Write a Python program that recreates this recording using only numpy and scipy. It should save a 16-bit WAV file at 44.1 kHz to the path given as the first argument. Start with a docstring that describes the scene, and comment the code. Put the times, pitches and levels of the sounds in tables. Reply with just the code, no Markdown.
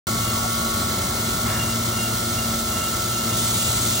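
"""Machining centre, close to its window.

A workshop, with a two-port microphone close to the running machine. The spindle hums over the rumble
of the cabinet, pump and drives whine, and coolant spray hisses, harder near the end. A thin whistle
throbs throughout. A faint squeak falls early on, one drive tone drops away after a second, and a
short rasp follows."""
import sys
import numpy as np
from scipy import signal
from scipy.fft import rfft, irfft
from scipy.io import wavfile

SR = 44100
rng = np.random.default_rng(int(sys.argv[2]) if len(sys.argv) > 2 else 0)


def store_wav(level_fs):
    """Save 16-bit WAV to argv[1]."""
    pcm = np.round(np.clip(np.atleast_2d(level_fs), -1, 1) * 32767)
    wavfile.write(sys.argv[1], SR, pcm.T.astype(np.int16))


N = 176400
TIME, HZ = np.arange(N) / SR, np.maximum(np.arange(N // 2 + 1) * SR / N, 1)
CUTOFF_HZ = 15800


def from_db(db):
    """Decibels to gain."""
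    return 10 ** (np.asarray(db) / 20)


def in_time(rows, column=1):
    """A column of a curve at every sample."""
    rows = np.array(rows)
    return np.interp(TIME, rows[:, 0], rows[:, column])


def over_hz(rows):
    """The columns of a table at every frequency, interpolated on a log axis."""
    hz, *columns = np.transpose(rows)
    return [np.interp(np.log(HZ), np.log(hz), c) for c in columns]


def drift(rate_hz):
    """A smooth random wander with spread 1."""
    step, settle = 40, 2000
    pole = np.exp(-2 * np.pi * step * rate_hz / SR)
    noise = rng.standard_normal(N // step + settle + 2)
    slow = signal.lfilter([1], [1, -2 * pole, pole * pole], noise)[settle:]
    return np.interp(np.arange(N) / step, np.arange(len(slow)), slow / slow.std())


def rush(spectrum, low_hz, high_hz):
    """Turbulent noise between two edges, as the microphone's two ports pick it up."""
    # how the ports compare: (frequency [Hz], likeness [0-1], left lead [rad], left over right [dB])
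    ports = [(60, .997, 0, .4), (200, .97, -.03, 2.1), (400, .85, -.3, 3.6), (600, .42, 0, 3.5),
             (900, .25, -1.4, 1), (1250, .45, -.1, 1), (1500, .35, .4, -1.5), (1800, .72, 0, .3),
             (2200, .22, 1.2, 1), (2700, .25, 2.2, .4), (3300, .15, .5, -.4), (4000, .32, .7, .4),
             (4800, .28, .4, .3), (5500, .74, -.3, 0), (7000, .76, -1.2, 0), (10000, .82, -2.55, 0),
             (11000, .99, -3.05, 0), (12800, .99, -3.25, 0), (13800, .8, -3.85, 0), (15600, .76, -4.5, 0)]
    alike, lead, pan_db = over_hz(ports)
    density_db, = over_hz(spectrum)
    shared, left, right = rfft(rng.standard_normal((3, N)))
    common = np.sqrt(alike) * shared * np.exp(.5j * np.array([lead, -lead]))
    separate = np.sqrt(1 - alike) * np.array([left, right])
    edges = 1 / np.sqrt((1 + (low_hz / HZ) ** 24) * (1 + (HZ / high_hz) ** 24))
    gain = edges * from_db(density_db + np.array([pan_db, -pan_db]) / 2)
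    return irfft((common + separate) * gain, N) * np.sqrt(SR / 2)


def shifting(noise, depth_db, rate_hz, bands=48):
    """The colour of a hiss shifts: each band swells and sinks on its own."""
    place = np.interp(HZ, [2500, CUTOFF_HZ], [0, 1]) ** .7 * (bands - 1)
    spectrum = rfft(noise)
    slices = (irfft(spectrum * np.maximum(1 - abs(place - k), 0), N) for k in range(bands))
    return sum(band * from_db(depth_db * drift(rate_hz)) for band in slices)


def tone(phase, level_db, pan_db, lead):
    """A sine of given rms level, pan_db louder and lead radians earlier at the left port."""
    side = np.array([[.5], [-.5]])
    pan = from_db(side * pan_db)
    gain = 2 * from_db(level_db) * pan / np.linalg.norm(pan, axis=0)
    return gain * np.sin(phase + side * lead + rng.uniform(0, 2 * np.pi))


def wavering(hz, level_db, pan_db, lead, waver_db=.75, jitter_rad=.16, waver_hz=5.4):
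    """A machine tone that wavers slightly in level and phase."""
    phase = 2 * np.pi * hz * TIME + jitter_rad * drift(waver_hz)
    return tone(phase, level_db + waver_db * drift(waver_hz), pan_db, lead)


def cabinet(flutter_db=1.0, flutter_hz=14, bass_edge_hz=85):
    """Panels and fans rumble with a slight flutter; the deepest part comes and goes."""
    # panel and fan noise: (frequency [Hz], density [dB per Hz])
    spectrum = [(20, -81.5), (32, -70), (48, -60.5), (90, -51.5), (155, -58), (215, -54.0), (280, -61.5),
                (350, -59), (485, -67.5), (570, -64.5), (800, -66.5), (1150, -65), (1400, -67.5),
                (1550, -72.5), (1900, -72), (2130, -65.5), (2450, -73)]
    # swell of the whole rumble, and of its deepest part: (time [s], gain [dB])
    level = [(.07, 0.5), (.5, -1), (1.1, 0), (1.6, 0), (2.3, -1.8), (3.2, -0.75), (4.0, -1)]
    bass_level = [(.07, 2), (.6, 3), (1.1, 0), (1.55, 3), (2.0, -5), (2.6, 1), (3.2, -3), (4.0, 0)]
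    rumble = rush(spectrum, low_hz=20, high_hz=2350)
    bass = irfft(rfft(rumble) / (1 + (HZ / bass_edge_hz) ** 8), N)
    rumble += bass * (from_db(in_time(bass_level)) - 1)
    return rumble * from_db(in_time(level) + flutter_db * drift(flutter_hz))


def coolant(jet_spatter_db=.8, splash_spatter_db=1.0, spatter_hz=90):
    """Jets hiss, spatter and ring faintly for a while; late on, spray lands closer to the microphone."""
    # the jets, their ring and the closer splash: (frequency [Hz], density [dB per Hz])
    jet_spectrum = [(2450, -73.5), (2700, -72.8), (2950, -72.2), (3120, -67.9), (3500, -67.7),
                    (4150, -66.2), (4750, -68.1), (5900, -67.9), (6550, -66.7), (8500, -67.6),
                    (10000, -66.4), (13000, -66.5), (15300, -66.7)]
    ring_spectrum = [(3700, -84), (4020, -62.5), (4400, -84)]
    splash_spectrum = [(1800, -80), (2700, -71), (3550, -63.8), (4800, -69.5), (5700, -67.5), (6600, -64),
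                       (8500, -63.8), (11500, -65), (15500, -70)]
    # the swell of each: (time [s], gain [dB])
    jet_level = [(.07, 0), (1.7, -0.16), (3.0, 0.16), (4.0, 0.5)]
    ring_level = [(.3, -16), (.55, -4), (.95, 0), (1.5, -5), (2.2, -24)]
    splash_level = [(3.0, -30), (3.28, -15), (3.38, -1.5), (3.72, -0.6), (4.0, -1.5)]
    jets = rush(jet_spectrum, low_hz=2490, high_hz=19000)
    jets *= from_db(in_time(jet_level) + jet_spatter_db * drift(spatter_hz))
    ring = rush(ring_spectrum, low_hz=3000, high_hz=5000) * from_db(in_time(ring_level))
    splash = rush(splash_spectrum, low_hz=1800, high_hz=19000)
    splash *= from_db(in_time(splash_level) + splash_spatter_db * drift(spatter_hz))
    return shifting(jets + ring + splash, depth_db=.7, rate_hz=2.5)


def spindle(tooth_hz=114.35, wander=.0034):
    """The cutter hums at its tooth rate and the octave above; each swells and sinks."""
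    # the fundamental and its octave: (time [s], level [dB])
    hum_level = [(0.1, -33), (0.51, -34.5), (0.67, -43), (1.69, -30), (2.6, -36.5), (2.62, -45),
                 (2.74, -45), (2.78, -54), (3.12, -30), (3.18, -47), (3.34, -26), (3.38, -32.5),
                 (3.87, -31), (4.0, -37)]
    octave_level = [(0.1, -37.5), (0.19, -35), (0.92, -33.5), (1.02, -50), (1.12, -39), (1.29, -34),
                    (1.37, -39.5), (1.46, -31), (1.65, -36.5), (1.79, -33), (1.88, -38), (2.03, -32),
                    (2.12, -41), (2.22, -35), (2.6, -32), (2.9, -42), (3.12, -43), (3.3, -33),
                    (3.74, -38.5), (3.92, -33.5), (4.0, -48)]
    phase = 2 * np.pi * np.cumsum(tooth_hz * (1 + wander * drift(4.2))) / SR
    hum = tone(phase, in_time(hum_level), pan_db=1.1, lead=0)
    return hum + tone(2 * phase, in_time(octave_level), pan_db=2.0, lead=-.1)


def motors(trim_db=-.45):
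    """Pump, fans and drives hold steady tones; in the loudest whine three close tones beat unevenly."""
    # steady and beating tones: (frequency [Hz], level [dB], left over right [dB], left lead [rad])
    steady_tones = [(49.8, -49, 0, 0), (58.5, -47, 0, 0), (177, -49, 1, -.2), (267.8, -51, 2, -.1),
                    (343.9, -49, 5, -.1), (354, -46, 3, -.1), (450.2, -54, 3, -.6), (536.3, -52, 3, -.2),
                    (560.5, -52, 5, 0), (588.8, -52, 4, .4), (689, -54, 3, 0), (710, -55, 3, 0),
                    (738.9, -49, 1, -.2), (800.1, -54, 6, -1.1), (898, -54, 1, -.5), (1075, -54, 1, -.5),
                    (1278.5, -52, 1, -.3), (1378.1, -49.5, 0, .2), (1682.3, -55, -3, 0),
                    (1821.6, -56, 0, 0), (2017.4, -56, 2, -.1), (3364.6, -55, -2, .1), (3395.5, -54, 1, .1),
                    (3495.8, -53, 0, .2)]
    close_tones = [(1328.3, -35.7, -2.5, -.3), (1340.6, -51, -3, -.2), (1345.8, -45.3, -7, -.2)]
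    # swell of the beating whine: (time [s], gain [dB])
    beat_level = [(.07, 1), (1.3, -1), (1.55, -1.5), (2.2, -1), (2.65, 0.8), (3.3, 1.5), (4.0, -2)]
    steady = from_db(trim_db) * sum(wavering(*row) for row in steady_tones)
    beating = from_db(in_time(beat_level)) * sum(wavering(*row) for row in close_tones)
    return steady + beating


def pump(hz=639.3, swing_db=1.3, cycle_s=.305, peak_s=.28):
    """A pulsing tone well to the left, probably the pump."""
    pulse_db = swing_db * np.cos(2 * np.pi * (TIME - peak_s) / cycle_s)
    return wavering(hz, -42.7 + pulse_db, pan_db=16, lead=-.1)


def motor_whine(hz=1427.9, swing_db=2, cycle_s=.785, peak_s=.62, fade_db_per_s=1.44):
    """A motor to the right waxes and wanes as it slowly fades."""
    swell_db = swing_db * np.cos(2 * np.pi * (TIME - peak_s) / cycle_s)
    return wavering(hz, -36.5 + swell_db - fade_db_per_s * TIME, pan_db=-7.5, lead=1.8)


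def upper_whine(fade_db_per_s=2):
    """A higher motor whine to the left slowly fades."""
    # a tone with side tones 50 Hz away: (frequency [Hz], starting level [dB])
    partials = [(2100.2, -51.5), (2150, -45), (2200.5, -52)]
    return sum(wavering(hz, db - fade_db_per_s * TIME, pan_db=13, lead=.95) for hz, db in partials)


def drive(hz=1121.7):
    """A drive stops early: its tone drops after a second, returns briefly and dies away."""
    # the drive's tone: (time [s], level [dB])
    level = [(.07, -38), (.86, -36), (1.02, -49), (1.5, -41), (1.8, -53), (4.0, -63)]
    return wavering(hz, in_time(level), pan_db=1.5, lead=-1.1)


def whistle(rise_s=.06, fall_s=.11, rest_db=-56, flutter_db=3.8, flutter_hz=25):
    """A thin, ragged tone, probably the tool ringing, swells about every 0.4 s and roams sideways."""
    # main tone and side tones: (frequency [Hz], relative level [dB])
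    partials = [(2706.5, -15), (2804.8, -.3), (2856.5, -11)]
    # crest of each swell: (time [s], level [dB])
    crests = [(.28, -39.5), (.7, -44), (1.22, -43.5), (1.57, -40.5), (2.01, -41.5), (2.39, -42),
              (2.79, -42), (3.18, -40.5), (3.63, -41.5), (3.96, -40.5)]
    # its place between the ports: (time [s], left over right [dB], left lead [rad])
    place = [(.28, 5, 1.9), (.7, 4.5, 3), (1.3, 4.5, 2.1), (1.57, 5.5, .3), (1.95, -1, -.2),
             (2.4, -1.5, .3), (2.8, -1, .3), (3.3, 0, 1.2), (3.6, 2, 2.3), (3.8, 2, 2.3), (4.0, -2, 4.9)]
    swells = 0
    for crest_s, db in crests:
        width_s = np.where(TIME < crest_s, rise_s, fall_s)
        swells += from_db(db) * np.exp(-.5 * ((TIME - crest_s) / width_s) ** 2)
    gain = np.hypot(from_db(rest_db), swells) * from_db(flutter_db * drift(flutter_hz))
    pan_db, lead = in_time(place), in_time(place, column=2)
    return gain * sum(wavering(hz, db, pan_db, lead) for hz, db in partials)


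def squeak(width_hz=110):
    """A narrow band of noise slides down."""
    # the squeak's fall: (time [s], frequency [Hz], level [dB])
    glide = [(.27, 1220, -62), (.325, 1220, -36), (.375, 1008, -34), (.41, 847, -38), (.46, 704, -31),
             (.53, 683, -62)]
    carrier = np.exp(2j * np.pi * np.cumsum(in_time(glide)) / SR)
    band = np.array([(carrier * (drift(width_hz) + 1j * drift(width_hz))).real for _ in range(2)])
    sounding = (TIME > glide[0][0]) & (TIME < glide[-1][0])
    return band * from_db(in_time(glide, column=2)) * sounding


def rasp(start_s=1.46, attack_s=.027, hold_s=.073, t60_s=.65, stereo_spread=.51):
    """A burst of friction noise in a few resonances, dying away in the cabinet."""
    # what the friction sets ringing: (frequency [Hz], width [Hz], level [dB])
    resonances = [(1040, 210, -39), (1670, 170, -40), (1810, 260, -42), (2520, 410, -48)]
    age = TIME - start_s
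    attack = np.clip(age / attack_s, 0, 1)
    decay = from_db(-60 * np.maximum(age - attack_s - hold_s, 0) / t60_s)
    ringing = 0
    for hz, width_hz, db in resonances:
        noise = rng.standard_normal(N) + stereo_spread * rng.standard_normal((2, N))
        band = signal.lfilter(*signal.iirpeak(hz, hz / width_hz, fs=SR), noise)
        ringing += from_db(db) * band / band.std()
    return ringing * attack * decay


def scene():
    """The running machine, from just outside its window."""
    running = cabinet() + coolant() + spindle()
    whines = motors() + pump() + motor_whine() + upper_whine() + drive()
    return running + whines + whistle() + squeak() + rasp()


def record(dry, start_s=.069):
    """The microphone's signal cuts in after a moment; the highest treble is cut steeply."""
    lowpass = signal.ellip(12, .1, 80, CUTOFF_HZ, fs=SR, output="sos")
    return signal.sosfilt(lowpass, dry * (TIME > start_s))


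dry = scene()
out = record(dry)
store_wav(out)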